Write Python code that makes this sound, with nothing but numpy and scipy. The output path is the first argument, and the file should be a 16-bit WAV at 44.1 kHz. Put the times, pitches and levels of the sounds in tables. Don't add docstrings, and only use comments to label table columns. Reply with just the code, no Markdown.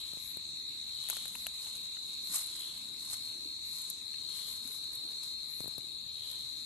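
import sys
import numpy as np
from scipy import signal
from scipy.fft import rfft, irfft
from scipy.io import wavfile
from scipy.ndimage import uniform_filter1d

SR = 44100
rng = np.random.default_rng(int(sys.argv[2]) if len(sys.argv) > 2 else 0)


def output_pcm(signal):
    pcm = np.clip(np.atleast_2d(signal).T, -1, 1) * 32767
    wavfile.write(sys.argv[1], SR, np.round(pcm).astype(np.int16))


def ratio_of_db(decibels):
    return 10 ** (np.asarray(decibels, float) / 20)


N = 293265

# frequency in Hz, level in dB
BELLY = [(2900, -62), (3400, -30), (3560, -6), (3650, 2), (4500, 2.5), (4620, 0.5), (5000, -53)]


def curve(table):
    s, *columns = np.transpose(table)
    return [np.interp(np.arange(N) / SR, s, c) for c in columns]


def on_log(points, hz):
    point_hz, value = np.array(points)[:, 0], np.array(points)[:, 1]
    return np.interp(np.log(hz + 1), np.log(point_hz), value)


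def colour(x, points):
    y = irfft(rfft(x) * ratio_of_db(on_log(points, np.fft.rfftfreq(N, 1 / SR))), N)
    return y / np.sqrt(np.mean(y ** 2))


def walk(rate):
    k = int(SR / rate)
    held = np.repeat(rng.standard_normal(N // k + 1), k)
    return 1.3 * uniform_filter1d(uniform_filter1d(held, k), k)[:N]


def sides(db, pan_db):
    return ratio_of_db(db + np.array([[.5], [-.5]]) * pan_db)


def scatter(x, t60, wet_db):
    t = np.arange(int(t60 * SR)) / SR
    tail = rng.standard_normal((2, len(t))) * ratio_of_db(-60 * t / t60)
    tail *= ratio_of_db(wet_db) / np.sqrt(np.sum(tail ** 2, axis=1, keepdims=True))
    return x + signal.fftconvolve(x, tail, axes=1)[:, :N]


def add(out, s, burst):
    i = int(s * SR)
    out[:, i:i + burst.shape[1]] += burst[:, :N - i]


def bursts(s, peak_db, rise_s, fall_s, hold_s=0, rest_db=-120):
    t = np.arange(0, N + 64, 64)[:, None] / SR
    climb = 10 * np.maximum(s - t, 0) / np.maximum(rise_s, .005)
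    decay = 10 * np.maximum(t - s - hold_s, 0) / np.maximum(fall_s, .005)
    power = np.sum(ratio_of_db(peak_db - climb - decay) ** 2, axis=1) + ratio_of_db(rest_db) ** 2
    return np.interp(np.arange(N) / SR, t[:, 0], 10 * np.log10(power))


def tymbal(hz, cycles, ring, offset=0, second_db=-60):
    cycles = int(cycles)
    strokes = np.cumsum(hz) / SR / cycles + rng.random()
    main = np.exp(-(strokes % 1) / ring)
    second = np.exp(-(strokes % 1) / 0.17) * ratio_of_db(second_db - 5.0)
    modes = main * np.sin(2 * np.pi * cycles * strokes)
    modes += second * np.sin(2 * np.pi * (cycles + round(offset)) * strokes)
    return np.sqrt(2) * modes / np.mean(main)


def phrases(start, first, last, levels_db, sag):
    start, t = np.array(start), np.arange(N) / SR
    k = np.clip(np.searchsorted(start, t) - 1, 0, len(start) - 2)
    since, until = t - start[k], start[k + 1] - t
    done = since / (since + until)
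    fall = (1 - np.exp(-done / sag)) / (1 - np.exp(-1 / sag))
    db = np.resize(levels_db, len(start))[k] - 2 * done
    db = db - 18 * np.exp(-since / 0.018) - 22 * np.exp(-until / 0.049)
    return first + (last - first) * fall, db


def near_cicadas():
    tymbals = [(57, -1, .7), (55, 2, .3), (51, -3, .3), (52, -2, .3), (56, 1, .4)]
    # ring share of a stroke, second mode in dB, left minus right in dB
    strokes = [
        (0.46, -6.5, -10),
        (0.38, -15, 12),
        (0.49, -10, -5.5),
        (0.6, -25, 9),
        (0.33, -5, 14.5),
    ]
    # first pitch of every phrase in Hz, last pitch in Hz
    sag_hz = [
        (4282, 4253),
        (4139, 4098),
        (3822, 3781),
        (3924, 3909),
        (4270, 4253),
    ]
    # one singer's phrase starts in seconds, the last only ending a phrase
    starts_s = [
        [-.6, .28, 1.38, 2.08, 2.94, 4.07, 4.78, 5.8, 6.75],
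        [-.6, .5, 1.45, 1.9, 2.88, 4.02, 4.98, 6.1, 6.9],
        [-.9, .45, 1.47, 2.55, 3.4, 5.7, 6.9],
        [-.5, 1.35, 2.7, 3.7, 4.5, 5.5, 6.9],
        [-.6, .88, 1.32, 3.05, 4.05, 4.75, 5.85, 6.8],
    ]
    effort_db = [
        [-53.5, -54.5, -58.5, -53.5, -54, -56.5, -54, -60.5],
        [-58.5, -56, -58, -58, -56.5, -54, -54, -53.5],
        [-57, -53, -55, -58, -57, -54],
        [-56, -57, -60, -59, -57.5, -66],
        [-65, -55, -62, -58, -54.5, -57.5, -58],
    ]
    near = 0
    for start, pitches, levels_db, membrane, stroke in zip(starts_s, sag_hz, effort_db, tymbals, strokes):
        first, last = pitches
        cycles, offset, sag = membrane
        ring, second_db, pan_db = stroke
        hz, db = phrases(start, first, last, levels_db, sag)
        song = tymbal(hz + 1.55 * walk(25.22), cycles, ring, offset, second_db)
        near = near + song * sides(db + 0.15 * walk(8.7), pan_db)
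    near = colour(scatter(near, .12, -14), BELLY) * np.std(near) * ratio_of_db(1.5)
    return np.array([near[0], np.roll(near[1], 13)])


def far_chorus():
    # time in seconds, level in dB
    swell = [(0.0, -48.5), (0.52, -46), (2.22, -42.5), (2.85, -45.5), (3.04, -49.5), (3.54, -45.5),
             (3.83, -46), (4.33, -52), (4.96, -43.5), (5.35, -50), (6.09, -50.5), (6.35, -43),
             (6.65, -49.5)]
    # frequency in Hz, level in dB per Hz
    blur = [(3000, -44), (3400, -15), (3700, -5.5), (3800, -4), (4050, 1.5), (4250, -10.5), (4400, -11.5),
            (4600, -20), (4900, -40)]
    far = np.zeros((2, N))
    for k, (pitch, start, period) in enumerate(rng.random((20, 3))):
        phrase = (np.arange(N) / SR / (.9 + .3 * period) + start) % 1
        hz = 3730 + 25 * (k + pitch) + 35 * np.exp(-phrase / .4) + .8 * walk(30)
        far[k % 2] += tymbal(hz, hz[0] / (71 + 8 * period), 0.58) * ratio_of_db(2.5 * walk(2.53))
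    far = colour(far, BELLY) + ratio_of_db(-2) * colour(rng.standard_normal((2, N)), blur)
    db = np.array([np.full(N, -40.5), curve(swell)[0]])
    return far * ratio_of_db(db - 4.5)


def deep_cicada():
    # peak in seconds, level in dB
    swells = [
        (0.0, -50.5),
        (1.091, -43.5),
        (1.679, -54.5),
        (2.6, -46),
        (4.36, -47.5),
        (6.24, -47.5),
    ]
    t, peaks = np.arange(N) / SR, np.array(swells)[:, 0]
    late = t - peaks[abs(t[:, None] - peaks).argmin(axis=1)]
    hz = 3570 - 450 * np.clip(late, -.2, .2) + 12 * walk(20)
    buzz = tymbal(hz, 14, .25, -2, 3) + 9 * rng.standard_normal((2, N))
    buzz = colour(buzz, [(2200, -23.5), (2700, -12.5), (3200, 4.5), (3500, 5.5), (3800, -28.5)])
    db = bursts(*np.transpose(swells), 0.14, 0.14, 0.08, rest_db=-87)
    return buzz * sides(db - 9.0, 11)


def rustle():
    # peak in seconds, level in dB, seconds to rise 10 dB, seconds to fall 10 dB
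    steps = [(.0, -54, .1, 0.5), (1.1, -44.5, 0.01, 0.12), (1.12, -45, 0.14, 0.32), (1.44, -58, 0.4, -0.2),
             (1.68, -47.5, 0.12, 0.14), (1.76, -59, -0.2, -0.3), (1.87, -55, 0.2, -0.3),
             (2.131, -56, 0.2, 0.7), (2.35, -31, 0.03, 0.06), (2.46, -47, 0.03, 0.23),
             (2.6, -50, 0.12, 0.36), (3.134, -38, 0.0649, 0.03), (3.259, -51.5, 0.33, 0.16),
             (3.76, -46.5, 0.04, 0.19), (4.36, -46.5, 0.05, 0.33), (4.53, -50, 0.25, 0),
             (4.72, -50.5, 0.22, 0.22), (4.945, -49, 0.04, 0.08), (5.1, -54, -0.5, 0.14),
             (5.233, -48.5, -0.05, 0.08), (5.6, -54, 0, 0.3), (6.3, -50, 0.08, 0.15)]
    # frequency in Hz, level in dB per Hz
    twig = [(2940, -88), (5000, -8), (5600, -10.5), (6190, -7), (8880, -2.5), (10200, -4), (11100, -5),
            (12400, 2.5), (16100, -29), (22000, -120)]
    # frequency in Hz, level in dB per Hz
    twig_body = [(300, -7), (600, -13.5), (1200, 3.5), (2000, -2.5), (3200, 7), (5000, 8), (6500, -47)]
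    steam_db, steam_pan_db, step_pan_db = -60.5, 3, 1
    db = bursts(*np.transpose(steps), rest_db=steam_db) + 1.2 * walk(24)
    pan_db = step_pan_db + (steam_pan_db - step_pan_db) * np.minimum(ratio_of_db(steam_db - db), 1)
    hit = rng.random(N) < .06
    strength_db = 2.7 * np.minimum(rng.exponential(size=N), 3.3)
    grains = hit * rng.standard_normal(N) * ratio_of_db(strength_db)
    grains = scatter(grains[None] / np.std(grains), 0.02, 11.0) + 1.8 * rng.standard_normal((2, N))
    bright = colour(grains, [(4000, -26.0)] + twig + [(12600, -50)])
    body = colour(grains, twig_body)
    body_db = -59 + 0.49 * (db + 49.0)
    return bright * sides(db, pan_db) + body * sides(body_db, 0.14 * pan_db)


def snaps():
    # start in seconds, peak in dB, body in dB
    breaks = [(1.0157, -35, -66), (1.087, -17, -49), (1.099, -5.5, -39), (1.1068, -20, -50),
              (1.133, -26, -56), (1.168, -20, -44.5), (1.198, -26, -69), (1.255, -21, -48.5),
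              (1.2795, -22.5, -61), (1.3533, -24, -47), (1.406, -31, -74), (1.4668, -17, -45),
              (1.753, -26, -60), (2.1366, -27.5, -72), (2.3359, -19, -51), (2.3533, -18, -52),
              (2.3564, -17, -51), (2.325, -21, -57), (2.3434, -18, -60), (2.3699, -19, -56),
              (2.469, -28, -61), (2.438, -26, -72), (3.139, -29, -56), (1.2225, -30, -65),
              (2.434, -24, -71), (2.461, -25, -60), (2.3872, -26, -55), (3.11, -24, -61), (3.13, -28, -54),
              (3.818, -26, -72), (3.841, -30, -72), (3.9, -14, -74), (4.6762, -27, -62), (4.952, -24, -69),
              (5.0852, -34, -64), (2.678, -30, -65), (6.313, -24, -79), (0.9537, -36, -70),
              (1.5554, -37, -74), (1.768, -28, -69), (1.8561, -34, -58.5), (2.594, -29, -66),
              (3.7307, -27, -56), (4.3993, -35, -65), (4.71, -37, -66), (4.7295, -30, -75),
              (4.755, -30, -75), (4.9328, -29, -68), (5.232, -39, -57.5)]
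    crack, body = np.zeros((2, 2, N))
    t = np.arange(600) / SR
    for (s, db, body_db), noise in zip(breaks, rng.standard_normal((len(breaks), 2, 600))):
        ms = max(1.96 * ratio_of_db(-0.1 * (db + 24)), .5)
        pan_db = 3 + 2 * noise[0, -1]
        splinter = np.exp(-(1000 * t / ms) ** 2) + 0.12 * np.exp(-t / 0.011)
        add(crack, s, noise * np.minimum(t / 0.0007, 1) * splinter * sides(db - 6.5, pan_db))
        add(body, s, noise[0] * np.exp(-t / 0.0026) * sides(body_db + 11.5, 0.12 * pan_db))
    crack = signal.sosfilt(signal.butter(4, 7900, "high", fs=SR, output="sos"), crack)
    body = signal.sosfilt(signal.butter(2, (500, 3600), "band", fs=SR, output="sos"), body)
    return scatter(crack + body, .04, -11)


def knocks():
    # start in seconds, peak in dB, pitch in Hz, left minus right in dB
    sticks = [(1.098, -49, 1780, -1), (1.129, -44.5, 1150, -4.5), (1.1295, -50, 800, -2),
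              (1.256, -56, 550, -2), (1.352, -45, 967, 3), (1.3525, -47, 1350, 2), (1.467, -50, 700, 0),
              (1.3529, -35.5, 2700, 10), (1.466, -50, 1660, 14), (1.4669, -28.5, 2900, 6),
              (1.665, -54, 850, .5), (1.6697, -44.5, 2780, 10), (1.969, -42, 3000, -2),
              (1.9695, -49, 2000, -3), (1.97, -51, 1390, 0), (4.1415, -53, 1860, -9),
              (2.945, -52, 2200, -8), (2.315, -55, 305, 2), (4.39, -50, 2300, 10), (2.297, -53, 182, 2),
              (2.345, -44, 1150, 1), (2.372, -44.5, 1240, -2), (3.455, -48.5, 308, .5),
              (3.469, -62, 412, 1.5), (4.141, -42, 2660, 2), (4.651, -50.5, 258, 3), (4.699, -56, 422, 0),
              (5.045, -53, 315, -1), (6.259, -60, 396, -4)]
    out, t = np.zeros((2, N)), np.arange(3000) / SR
    for s, db, hz, pan_db in sticks:
        mode = np.sin(2 * np.pi * hz * t) * np.exp(-t * hz / 3.94)
        add(out, s, mode * sides(db, pan_db))
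    return out


def taps():
    # start in seconds, peak in dB, tick in dB
    touches = [
        (0.134, -50, -39),
        (0.171, -50.5, -45),
        (0.37, -47.5, -32.5),
        (5.605, -43, -33),
        (5.642, -48, -42),
        (5.658, -46.5, -51),
        (5.679, -46, -38),
        (5.7808, -45.5, -34),
    ]
    out, t = np.zeros((2, N)), np.arange(900) / SR
    push = -np.cos(2 * np.pi * 230 * t) * np.exp(-t / 0.0011) * (1 - np.exp(-t / 0.00017)) ** 2
    push += 0.1 * np.sin(2 * np.pi * 120 * t) * np.exp(-((t - 0.008) / 0.004) ** 2)
    for (s, db, tick_db), noise in zip(touches, rng.standard_normal((len(touches), 900))):
        tick = np.diff(noise * np.exp(-t / 0.00037), n=2, prepend=[0, 0]) / 2
        add(out, s + 0.00048, (ratio_of_db(db + 4.5) * push + ratio_of_db(tick_db) * tick) * sides(2.1, 25.3))
    return out


def fizz_db():
    # start in seconds, peak in dB, hold in seconds
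    boils = [(-.02, -75, 0.037), (0.216, -68, 0.098), (1.097, -82, .01), (1.341, -71, 0.11),
             (2.065, -77.5, 0.011), (2.247, -69.5, 0.071), (3.661, -72, 0.13), (4.453, -71.5, 0.11),
             (4.66, -70.5, 0.11), (5.194, -82.5, 0.018), (5.493, -70.5, 0.15), (6.232, -76, 0.1),
             (6.43, -82, 0.18)]
    s, db, hold_s = np.transpose(boils)
    return bursts(s, db, 0.028, 0.023, hold_s)


def fizz():
    out, db, frame = 0, fizz_db(), np.arange(N) // 1024
    for hz in np.arange(12600, 15400, 340):
        band = [(hz - 180, -70), (hz - 165, 0), (hz + 165, 0), (hz + 180, -70)]
        strip = colour(rng.standard_normal((2, N)), band)
        chance = rng.standard_normal((2, N // 2048 + 1))[:, frame // 2]
        margin = .7 * np.maximum(db[frame * 1024], -84) - 25.5 + 5 * chance - abs(hz - 14700) / 120
        margin = margin + np.array([[0], [-8]])
        out = out + strip * uniform_filter1d(1. 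* (margin > -79), 700, axis=1)
    return out * ratio_of_db(np.clip(db, -84, -66) - 1.0)


def low_fizz():
    hiss = colour(rng.standard_normal((2, N)), [(9000, -49), (10500, -2), (11500, 5.5), (12500, -13)])
    return hiss * sides(uniform_filter1d(fizz_db(), 2000) + 11.5, 14)


def flames():
    # peak in seconds, level in dB
    flares = [(0.0, -66.5), (1.17, -63), (1.76, -62), (2.31, -67.5), (2.75, -62), (3.38, -59.5),
              (4.56, -58), (5.1, -60.5), (5.702, -62), (6.3, -58.5)]
    mid, side = rng.standard_normal((2, N))
    roar = mid + 0.15 * side * np.array([[1], [-1]])
    roar = colour(roar, [(150, -15), (300, -1.0), (600, -6.0), (1250, -12.5), (1500, -14)])
    db = bursts(*np.transpose(flares), 0.34, 0.27, rest_db=-84)
    return roar * sides(db - 3.5 + 2.5 * walk(10), 1.2)


def callers():
    # pitch in Hz, width in Hz, calls a second, first call in seconds
    voices = [
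        (2600, 500, 5.8, .035),
        (7000, 400, 27.3, .012),
        (6510, 70, 10.66, .072),
        (7620, 250, 190, .0),
    ]
    # level in dB, change in dB per second, left minus right in dB
    levels = [
        (-68.5, -0.7, 16),
        (-66.5, 0.88, 9),
        (-62, -0.63, 10),
        (-56, -2.4, 5.5),
    ]
    out, t = 0, np.arange(N) / SR
    for (hz, width_hz, rate, first), (db, turn_db, pan_db) in zip(voices, levels):
        phase = ((t - first) * rate + .5) % 1 - .5
        call = np.exp(-phase ** 2 / 0.036)
        band = [(hz - 2 * width_hz, -40), (hz - width_hz / 2, 0),
                (hz + width_hz / 2, 0), (hz + 2 * width_hz, -40)]
        throat = colour(rng.standard_normal((2, N)), band)
        out = out + throat * call * sides(db + turn_db * t + 2.1 * walk(1.93), pan_db)
    return out


def bird():
    # time in seconds, pitch in Hz, level in dB
    whistle = [
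        (.76, 1203, -94.5),
        (.8, 1264, -96),
        (.9, 1265, -94),
        (1.0, 1260, -87),
        (1.06, 1200, -99),
    ]
    hz, db = curve(whistle)
    return np.sin(2 * np.pi * np.cumsum(hz) / SR) * sides(db, -8)


def air():
    # frequency in Hz, level in dB per Hz
    spectrum = [(12, -42), (22, -16.5), (60, 2), (300, -3), (590, -15.5), (1250, -17), (1500, -19.5),
                (2000, -11), (2500, -7), (3200, -14.5), (5700, -5), (6700, -1.5), (8500, -4.5),
                (11600, -18.5), (13000, -8)]
    # frequency in Hz, left minus right in dB
    air_pan = [(60, 1), (1300, -2), (2400, 8), (3200, 6), (5000, 2.5), (8000, -1), (10500, 2.5),
               (12000, 12.5)]
    out, f = 0, np.fft.rfftfreq(N, 1 / SR)
    for hz in 22 * 2 ** np.arange(0, 9.6, .5):
        window = np.clip(1 - abs(2 * np.log2((f + 1) / hz)), 0, 1) ** .5
        mid, side = irfft(rfft(rng.standard_normal((2, N))) * window, N)
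        apart = np.clip(.42 + hz / 2500, 0, 1)
        band = (mid + apart * side * np.array([[1], [-1]])) / np.sqrt(1 + apart ** 2)
        out = out + band * sides(0.44 * walk(1.4) + 2.2 * walk(9), on_log(air_pan, hz))
    return colour(out, spectrum) * ratio_of_db(-52.5)


def mute(x):
    # frequency in Hz, share of the time muted from 0 to 1
    muted = [(800, 0), (1200, .03), (1500, .36), (1900, .3), (2200, .12), (2500, .1), (2900, .22),
             (3250, .15), (3500, 0), (4550, 0), (4650, .2), (4900, .36), (5250, .06), (5550, .4),
             (5900, .6), (6300, .04), (8500, .08), (10500, 0)]
    hz, t, z = signal.stft(x, SR, nperseg=2048, boundary="even")
    edges = np.unique(np.r_[0, np.geomspace(40, len(hz) - 1, 95).astype(int)])
    strip = np.searchsorted(edges, np.arange(len(hz)), "right") - 1
    power = np.add.reduceat(abs(z.sum(axis=0)) ** 2, edges)
    score = np.log(power + 1e-18) + 1.2 * rng.standard_normal(power.shape)
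    score = uniform_filter1d(score, 2, axis=1)
    score += .25 * t * (abs(hz[edges, None] - 4850) < 300)
    rank = score.argsort(axis=1).argsort(axis=1) / score.shape[1]
    kept = rank >= on_log(muted, hz[edges])[:, None]
    return signal.istft(z * kept[strip], SR, nperseg=2048)[1][:, :N]


def scene():
    hits = snaps() + taps()
    insects = near_cicadas() + far_chorus() + deep_cicada() + callers()
    fire = low_fizz() + flames() + air()
    field = insects + rustle() + hits + knocks() + fire + bird()
    low = signal.sosfilt(signal.ellip(12, .2, 80, 11930, fs=SR, output="sos"), field)
    ticks = np.where(abs(hits) > .15, hits, 0)
    ticks = signal.sosfilt(signal.butter(10, 15600, fs=SR, output="sos"), ticks)
    return low + fizz() + ratio_of_db(-27) * ticks


def low_pass(x):
    return signal.sosfilt(signal.butter(12, 16490, fs=SR, output="sos"), x)


def record(dry):
    # frequency in Hz, left minus right in dB
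    shadow = [
        (6000, 0),
        (9500, 0),
        (11500, 8),
    ]
    pan_db = on_log(shadow, np.fft.rfftfreq(N, 1 / SR))
    shaded = irfft(rfft(dry) * sides(0, pan_db), N)
    return low_pass(mute(shaded))


dry = scene()
out = record(dry)
output_pcm(out)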